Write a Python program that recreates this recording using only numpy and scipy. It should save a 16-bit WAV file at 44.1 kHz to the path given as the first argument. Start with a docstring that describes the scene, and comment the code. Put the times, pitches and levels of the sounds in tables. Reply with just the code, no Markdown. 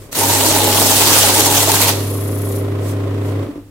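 """A banknote counter on a desk in a small, quiet room, the stereo microphone close above it.
The motor hums and its roller knocks round as a hand lets go of the stack. From 0.2 s some thirty notes
rasp through the feed, thud down the chute and slap into the stacker. At 1.9 s the hopper is empty and
the feed roller rubs on its pad for a while. Near 2.9 s a hand lifts the stack out; at 3.44 s the motor
is cut and the drive runs down with a few knocks."""
import sys
import numpy as np
from scipy import signal
from scipy.fft import rfft, irfft
from scipy.io import wavfile
from scipy.ndimage import uniform_filter1d

SR = 44100
rng = np.random.default_rng(int(sys.argv[2]) if len(sys.argv) > 2 else 0)


def materialize(psi):
    """Save the field psi as 16-bit PCM at rate SR to the path in sys.argv[1].

    A 1-D psi becomes a single channel; in a 2-D psi each row is a channel.
    """
    bounded = np.clip(np.atleast_2d(psi).T, -1, 1)
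    quanta = np.round(bounded * 32767).astype(np.int16)
    wavfile.write(sys.argv[1], SR, quanta)


N = 163170
T = np.arange(N) / SR
HZ = np.maximum(np.arange(N // 2 + 1) * SR / N, 1)

# spectrum of paper on the rollers: f/Hz, level/dB
PAPER_SPECTRUM = [(500, -4), (1100, -4.5), (1500, -6), (2100, -7), (3000, -4.5), (4200, -2.5), (4900, -4.5),
                  (6500, -2.5), (9500, -5), (11500, -6), (15500, -8)]
# each note passing down the chute: t/s, thud level/dB
NOTE_PASSES = [(.193, -21.5), (.239, -19.5), (.304, -20.5), (.35, -22.5), (.414, -18), (0.465, -17.5),
               (.51, -23), (.567, -18), (.644, -15), (.701, -19.5), (.776, -22.5), (.821, -17),
               (.867, -23.5), (.912, -26), (.969, -19.5), (1.021, -21), (1.074, -18), (1.138, -21),
               (1.176, -21.5), (1.235, -21.5), (1.298, -16.5), (1.351, -29.5), (1.398, -15.5),
               (1.468, -20.5), (1.515, -21.5), (1.573, -26), (1.625, -23), (1.695, -21.5), (1.743, -29),
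               (1.821, -22), (1.885, -24)]


def from_db(db):
    """Decibels to gain."""
    return 10 ** (np.asarray(db) / 20)


def rms_one(x):
    """Scale to unit rms."""
    return x / np.sqrt(np.mean(x ** 2) + 1e-20)


def in_time(rows):
    """A curve read at every sample."""
    return np.interp(T, *np.transpose(rows))


def at_hz(points):
    """A curve read at every frequency, on a log axis."""
    hz, value = np.transpose(points)
    return np.interp(np.log(HZ), np.log(hz), value)


def drift(rate_hz):
    """A smooth random wander of unit rms."""
    return rms_one(irfft(rfft(rng.standard_normal(N)) / (1 + (HZ / rate_hz) ** 2), N))


def short_power(x, window_s):
    """Running mean power of both channels."""
    return uniform_filter1d(np.mean(x ** 2, axis=0), int(window_s * SR) + 1)


def spread(pair):
    """Two unrelated signals as stereo: centred in the bass and above 7.5 kHz, wide in between."""
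    # likeness of left and right: f/Hz, correlation
    likeness = [(25, 1), (60, 1), (110, 0.89), (200, 0.94), (380, 0.8), (700, 0.8), (1290, 0.3),
                (2380, 0.0013), (4400, -0.095), (7100, 0.13), (7900, 0.83), (12000, 0.97), (15000, 0.67)]
    # stereo balance: f/Hz, left minus right/dB
    balance = [(60, 6.5), (200, 0.5), (380, 0), (700, -4), (1290, 1), (2380, -0.5), (4400, -1.5),
               (8120, -1), (15000, 1.5)]
    mid, side = rfft(pair)
    alike, sign = np.clip(at_hz(likeness), -.99, .99), np.array([[1], [-1]])
    channels = np.sqrt(1 + alike) * mid + sign * np.sqrt(1 - alike) * side
    return irfft(channels * from_db(sign * at_hz(balance) / 2), N)


def noise():
    """Broadband stereo noise."""
    return spread(rng.standard_normal((2, N)))


def colour(x, spectrum):
    """Give a sound a spectrum that falls away below its first point; rms 1."""
    low_cut = np.sqrt(1 + (spectrum[0][0] / HZ) ** 8)
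    return rms_one(irfft(rfft(x) * from_db(at_hz(spectrum)) / low_cut, N))


def resonate(x, modes):
    """Parallel resonances with alternating signs."""
    out = 0
    for k, (hz, width, db) in enumerate(modes):
        r = np.exp(-np.pi * width / SR)
        zeros = np.array([1, 0, -1]) * (1 - r * r) / 2
        poles = [1, -2 * r * np.cos(2 * np.pi * hz / SR), r * r]
        out = out + (-1) ** k * from_db(db) * signal.lfilter(zeros, poles, x + 1e-18)
    return out


def room_tone():
    """The faint, steady background of the room, mostly bass."""
    # background spectrum: f/Hz, level/dB
    spectrum = [(15, -22), (25, -2), (326, -18), (529, -21), (709, -29), (2700, -35), (4380, -37.5),
                (15000, -42)]
    return from_db(-43.5) * colour(noise(), spectrum)


def hum():
    """The motor's magnetic hum, at twice the mains frequency."""
    # rms of the hum: t/s, level/dB
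    level = [(0.0, -35), (0.14, -58), (0.19, -29), (0.28, -23.5), (0.48, -27), (0.66, -23), (1.08, -27),
             (1.39, -25), (1.41, -25.5), (2.01, -21), (3.42, -20), (3.55, -53), (3.61, -40), (3.7, -46)]
    hum_hz = 100.3
    return from_db(in_time(level)) * np.sqrt(2) * np.sin(2 * np.pi * hum_hz * T)


def roller(turns, turns_per_s):
    """The roller knocks five times a turn: wavering harmonics that take their phases from the knocks."""
    # knocks in each turn: position/turns, strength
    knocks = [(0.031, 0.57), (0.211, 0.54), (0.534, .85), (.75, 0.7), (0.952, 0.46)]
    # roller tones: multiple of the turn rate, level/dB
    harmonics = [(1, -22), (2, -109), (3, -32), (4, -11), (5, -0.5), (6, -7.5), (7, -9.5), (8, -6.5),
                 (9, -2), (10, 4), (11, -2.5), (12, -4), (13, -25), (14, 4.5), (15, -2.5), (16, -15),
                 (17, -6), (18, -14), (19, -6.5), (20, -28), (21, -22), (22, -7.5), (23, -22), (24, -24.5)]
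    # phase between left and right: f/Hz, phase/rad
    stereo_phase = [(100, 0), (200, 0.099), (290, 0.29), (400, 1.0), (500, 0.69), (700, 0.49)]
    position, strength = np.transpose(knocks)
    tones, waver_db = 0, 1.33
    for k, (_, db) in enumerate(harmonics, 1):
        lag = np.angle(np.sum(strength * np.exp(-2j * np.pi * k * position)))
        apart = np.interp(k * turns_per_s, *np.transpose(stereo_phase)) * np.array([[-.5], [.5]])
        tones = tones + from_db(db + waver_db * drift(3.5)) * np.cos(2 * np.pi * k * turns + lag + apart)
    return rms_one(tones)


def rattle(turns):
    """Loose parts of the drive rattle all the time, harder once a turn."""
    # spectrum of the loose parts: f/Hz, level/dB
    spectrum = [(130, -18), (280, -3.5), (480, -4), (650, -10), (800, -17.5), (1150, -14), (1600, -22),
                (2100, -22), (3300, -27.5), (5000, -33.5), (8000, -38), (15500, -42)]
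    steady, peak_turn, width_turns = 2.1, 0.69, 0.16
    from_peak = (turns - peak_turn + .5) % 1 - .5
    shake = np.exp(-np.abs(from_peak) / width_turns)
    return rms_one(colour(noise(), spectrum) * (steady + shake))


def ticks(turns):
    """The casing rings with a click whenever the roller comes round to one of its hard spots."""
    # hard spots: position/turns, level/dB
    hard_spots = [(.16, -4), (.48, -6), (.59, 2), (.74, -0.5)]
    # casing resonances: f/Hz, width/Hz, level/dB
    casing = [(640, 81, -5.5), (1042, 26, -3), (1210, 79, -12), (1980, 120, -14.5), (3360, 450, -24)]
    clicks = 0
    for position, db in hard_spots:
        passes = np.floor(turns - position)
        clicks = clicks + from_db(db) * np.diff(passes, prepend=passes[0])
    mid_side = clicks * np.stack([np.ones(N), rng.choice([-1, 1], N)])
    return rms_one(resonate(spread(mid_side), casing))


def drive(load):
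    """The drive knocks, rattles and ticks; notes make its speed uneven, and it coasts once cut."""
    # gain of the running drive: t/s, level/dB
    running = [(0, -20.5), (.11, -19), (.15, -10.5), (.19, -2.5), (1.0, -8), (1.95, 0.5), (3.44, 0.5),
               (3.47, -6.5), (3.52, -10), (3.6, -18.5), (3.7, -61)]
    turns_per_s, cut_s, spin_down_s = 28.17, 3.44, 0.25
    wobble_hz, wobble_turns, slip_turns = 2.4, 0.002, 0.0054
    speed = turns_per_s * np.exp(-np.maximum(T - cut_s, 0) / spin_down_s)
    wobble = wobble_turns * np.sin(2 * np.pi * wobble_hz * T)
    turns = np.cumsum(speed) / SR + wobble + slip_turns * load * drift(7.8)
    knocking = from_db(-25.5) * roller(turns, turns_per_s)
    clatter = from_db(-30) * rattle(turns) + from_db(-41) * ticks(turns)
    level = from_db(in_time(running))
    return level * knocking + level ** 0.68 * clatter   # the clatter swells and fades less


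def hand():
    """Soft swishes of paper as the stack is let go and later lifted away."""
    # swishes: t/s, width/s, level/dB
    swishes = [(.03, 0.037, -45), (2.86, 0.039, -39.5), (2.905, 0.023, -39.5), (3.28, 0.035, -42.5)]
    # spectrum of notes brushing the hand: f/Hz, level/dB
    spectrum = [(1500, 3), (4000, -1), (8000, 2), (12000, -1), (16000, -4)]
    level = sum(from_db(db) * np.exp(-.5 * ((T - s) / width) ** 2) for s, width, db in swishes)
    return colour(noise(), spectrum) * level


def cracks():
    """Sharp cracks: small clicks as the count starts, then note edges flicking through the feed."""
    # clicks and cracks: t/s, relative level/dB
    bursts = [(0.023, -35), (0.13, -13), (0.152, -18), (0.285, -15), (0.321, -18.5), (0.527, -5), (0.8, -2),
              (0.848, -11), (0.874, -22), (0.899, -5.5), (0.933, -4), (0.949, -13), (0.999, -7),
              (1.187, -12), (1.266, -7), (1.347, -3), (1.407, 0), (1.451, -8), (1.606, -1), (1.692, -18),
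              (1.719, 2), (1.758, -14), (1.793, -15), (1.885, -8)]
    gain_db, lead_s, decay_s = -4.5, 0.0014, 0.0021
    level, size = np.zeros(N), SR // 25
    for s, db in bursts:
        start = int((s - lead_s) * SR)
        level[start:start + size] += from_db(gain_db + db) * np.exp(-T[:size] / decay_s)
    return level * colour(noise(), PAPER_SPECTRUM)


def feed_friction():
    """How hard the notes rub in the feed; it dies quickly after the last one."""
    # friction of the notes: t/s, level/dB
    friction = [(.113, -45), (.128, -27), (.134, -28), (.146, -27), (.153, -20), (.19, -17.3), (.25, -17.5),
                (.32, -15), (.42, -16.3), (.49, -14.5), (.58, -15.3), (.66, -18), (.79, -14), (.87, -15.3),
                (1.03, -13), (1.14, -11.7), (1.25, -12.8), (1.32, -15.8), (1.36, -15), (1.405, -13.3),
                (1.43, -16), (1.46, -14.3), (1.495, -17.5), (1.57, -13.3), (1.597, -16.3), (1.63, -15),
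                (1.662, -19), (1.698, -14.5), (1.727, -16.8), (1.755, -14.3), (1.78, -16.8), (1.825, -13),
                (1.845, -14), (1.86, -17.3), (1.885, -13), (1.905, -15)]
    first_s, last_s, release_db_per_s = friction[0][0], friction[-1][0], 507
    return from_db(in_time(friction) - release_db_per_s * np.maximum(T - last_s, 0)) * (T > first_s)


def snaps():
    """Tiny snaps of paper, at random times and of random strength."""
    snaps_per_s, decay_s, size = 390, 0.00095, SR // 200
    clicks = (rng.random((2, N)) < snaps_per_s / 2 / SR) * rng.choice([-1, 1], (2, N))
    clicks = clicks * from_db(4.4 * np.minimum(rng.exponential(1, (2, N)), 3))
    crack = rng.standard_normal(size) * np.exp(-T[:size] / decay_s)
    return colour(spread(signal.lfilter(crack, [1], clicks)), PAPER_SPECTRUM)


def flex(x):
    """Third-octave bands from 1 kHz up flicker each on their own as the notes flex."""
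    spectrum, band_number = rfft(x), np.clip(3 * np.log2(HZ / 1000), 0, 12)
    out, flicker_db = 0, 2
    for k in range(13):
        band = irfft(spectrum * np.maximum(1 - np.abs(band_number - k), 0), N)
        out = out + from_db(flicker_db * drift(22.5)) * band
    return rms_one(out)


def paper(feed):
    """Notes rasp over the rollers and stir the air; the grainy friction swells as each one passes."""
    # gain of the rasp below body_hz: t/s, level/dB
    body = [(.15, -0.5), (.6, 0), (.85, 0), (1.2, 1), (1.9, 1)]
    # spectrum of the stirred air: f/Hz, level/dB
    air = [(20, 1), (45, -13), (70, -6.5), (170, 0), (240, -14), (400, -43)]
    rasp_db, grain_db, flutter_db, body_hz = 2.5, 2.0, 0.5, 5640
    swell_db, swell_s = 1.8, 0.0088
    grains = colour(noise() * from_db(grain_db * drift(1400)), PAPER_SPECTRUM)
    rasp = flex(grains + from_db(-21) * snaps())
    low = irfft(rfft(rasp) / (1 + (HZ / body_hz) ** 4), N)
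    rasp += (from_db(in_time(body)) - 1) * low
    passing = sum(np.exp(-.5 * ((T - s) / swell_s) ** 2) for s, _ in NOTE_PASSES)
    level = from_db(rasp_db + swell_db * (passing - .5) + flutter_db * drift(280))
    return feed * (level * rasp + from_db(-20) * colour(noise(), air))


def whirr():
    """Notes sliding through the stacker wheel keep it ringing between the slaps."""
    # rms of the loaded wheel: t/s, level/dB
    level = [(.15, -68), (.2, -26), (.6, -26), (1.1, -27.5), (1.6, -26.5), (1.88, -31), (2.1, -70)]
    # wheel resonances: f/Hz, width/Hz, level/dB
    wheel = [(703.6, 37, -5.5), (828, 24, 0), (913.6, 32, -3.5)]
    ringing = resonate(noise(), wheel)
    return from_db(in_time(level)) * ringing / np.sqrt(short_power(ringing, window_s=0.034) + 1e-12)


def thuds():
    """Each note beats on the chute in a short, dense flurry of contacts."""
    # chute resonances: f/Hz, width/Hz, level/dB
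    chute = [(258, 47, 0.5), (324.4, 37, 3.5), (423, 58, 0.5), (562, 57, -3.5)]
    lead_s, attack_s, decay_s = 0.016, 0.012, 0.094
    power = 0
    for s, db in NOTE_PASSES:
        age = T - s + lead_s
        attack = np.clip(age / attack_s + 1, 0, 1)
        power = power + (from_db(db) * attack * np.exp(-np.maximum(age, 0) / decay_s)) ** 2
    ringing = resonate(noise(), chute)
    return from_db(-2) * ringing * np.sqrt(power / (short_power(ringing, window_s=0.036) + 1e-12))


def slaps():
    """Each landing is a brief scrape of contacts that sets the stacker ringing."""
    # notes slapping into the stacker: t/s, relative level/dB
    landings = [(0.189, -17), (0.216, -16.5), (0.235, -15), (0.3, -13.5), (0.335, -17), (0.354, -17.5),
                (0.37, -30), (0.407, -23), (0.43, -19), (0.461, -14), (0.514, -13), (0.541, -24.5),
                (0.567, -11.5), (0.609, -13.5), (0.646, -18), (0.68, -15.5), (0.706, -17.5), (0.753, -16),
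                (0.785, -13), (0.821, -12), (0.865, -17), (0.909, -13.5), (0.926, -17.5), (0.975, -21),
                (1.023, -14.5), (1.076, -16.0), (1.115, -18), (1.178, -26), (1.203, -22.5), (1.237, -12.5),
                (1.299, -13), (1.359, -12.5), (1.392, -17), (1.47, -14), (1.493, -21.5), (1.517, -15),
                (1.583, -16), (1.627, -19), (1.678, -13.5), (1.698, -16.5), (1.74, -18.5), (1.808, -17),
                (1.824, -29.5), (1.867, -19), (1.896, -18.0)]
    # stacker resonances: f/Hz, width/Hz, level/dB
    stacker = [(604, 52, -3.5), (710, 110, -5.5), (832, 29, 2.5), (929, 59, 1), (1097, 330, -15.5)]
    gain_db, lead_s, contact_s = -3.5, 0.008, 0.011
    out, contacts, size = np.zeros((2, N)), noise(), SR // 5
    for s, db in landings:
        start = int((s - lead_s) * SR)
        ringing = resonate(contacts[:, start:start + size] * np.exp(-T[:size] / contact_s), stacker)
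        peak = short_power(ringing, window_s=0.0086).max()
        out[:, start:start + size] += from_db(gain_db + db) * ringing / np.sqrt(peak)
    return out


def rub():
    """With the hopper empty, the feed roller sizzles on its pad once a turn; thin squeaks come and go."""
    # rise and fall of the rub: t/s, level/dB
    level = [(1.8, -85), (1.93, -42), (2.1, -33), (2.2, -35), (2.55, -35.5), (2.61, -39), (2.68, -70),
             (2.8, -94)]
    # spectrum of the sizzle: f/Hz, level/dB
    spectrum = [(3000, -7.5), (6000, -6), (7200, -4.5), (8500, -4.5), (10500, 2), (11500, -0.5), (13200, 3),
                (14200, -9), (16000, -8)]
    # squeaks of the rubber pad: f/Hz, width/Hz, level/dB
    pad = [(7100, 74, 0), (7330, 46, -10), (9300, 100, 2), (10300, 290, 8), (13100, 200, -6)]
    rubs_per_s, peak_s, swing_db, ragged_db = 28.7, 2.2825, 3, 1.1
    grit_db, waver_db, left_db = 2.0, 4.5, 3
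    swing = swing_db * np.cos(2 * np.pi * rubs_per_s * (T - peak_s)) + ragged_db * drift(30)
    grit = noise() * from_db(grit_db * drift(600))
    squeaks = rms_one(sum(resonate(grit, [mode]) * from_db(waver_db * drift(18)) for mode in pad))
    sizzle = colour(grit, spectrum) + from_db(-12) * squeaks
    return from_db(in_time(level) + swing + left_db * np.array([[.5], [-.5]])) * sizzle


def stop_knocks():
    """The slowing drive knocks against the frame."""
    # blows on the frame: t/s, level/dB
    blows = [(3.478, -4), (3.485, -2), (3.492, -1.5), (3.557, -4), (3.577, -2)]
    # frame resonances: f/Hz, width/Hz, level/dB
    frame = [(285, 27, 29), (336, 100, 20.5), (540, 130, 11), (1020, 230, -10), (2200, 2200, -22)]
    clicks = np.zeros(N)
    for s, db in blows:
        clicks[int(s * SR)] = from_db(db)
    return resonate(clicks, frame)


def room(x):
    """The small room returns a diffuse tail, duller than the direct sound."""
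    t60_s, tail_db = 0.75, -10
    tail = signal.lfilter([1], [1, -.3], noise()) * from_db(-60 * T / t60_s) * (T > .004)
    tail /= np.sqrt(np.sum(tail ** 2) / 2)
    return from_db(tail_db) * signal.fftconvolve(x, tail, axes=1)[:, :N]


def scene():
    """The machine, the notes and the hand close under the microphone, the room behind them."""
    feed = feed_friction()
    paper_path = paper(feed) + cracks() + whirr() + slaps() + thuds() + rub() + hand()
    knocks = stop_knocks()
    machine = drive(load=feed / feed.max()) + hum() + knocks
    reverb = room(paper_path + 0.73 * knocks)   # low in the frame, the knocks stir the room less
    return paper_path + machine + reverb + room_tone()


def record(dry):
    """The highest peaks are rounded and the top is cut steeply."""
    cutoff_hz = 15800
    rounded = dry / (1 + np.abs(dry) ** 6) ** (1 / 6)
    return irfft(rfft(rounded) / np.sqrt(1 + (HZ / cutoff_hz) ** 300), N)


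dry = scene()
out = record(dry)
materialize(out)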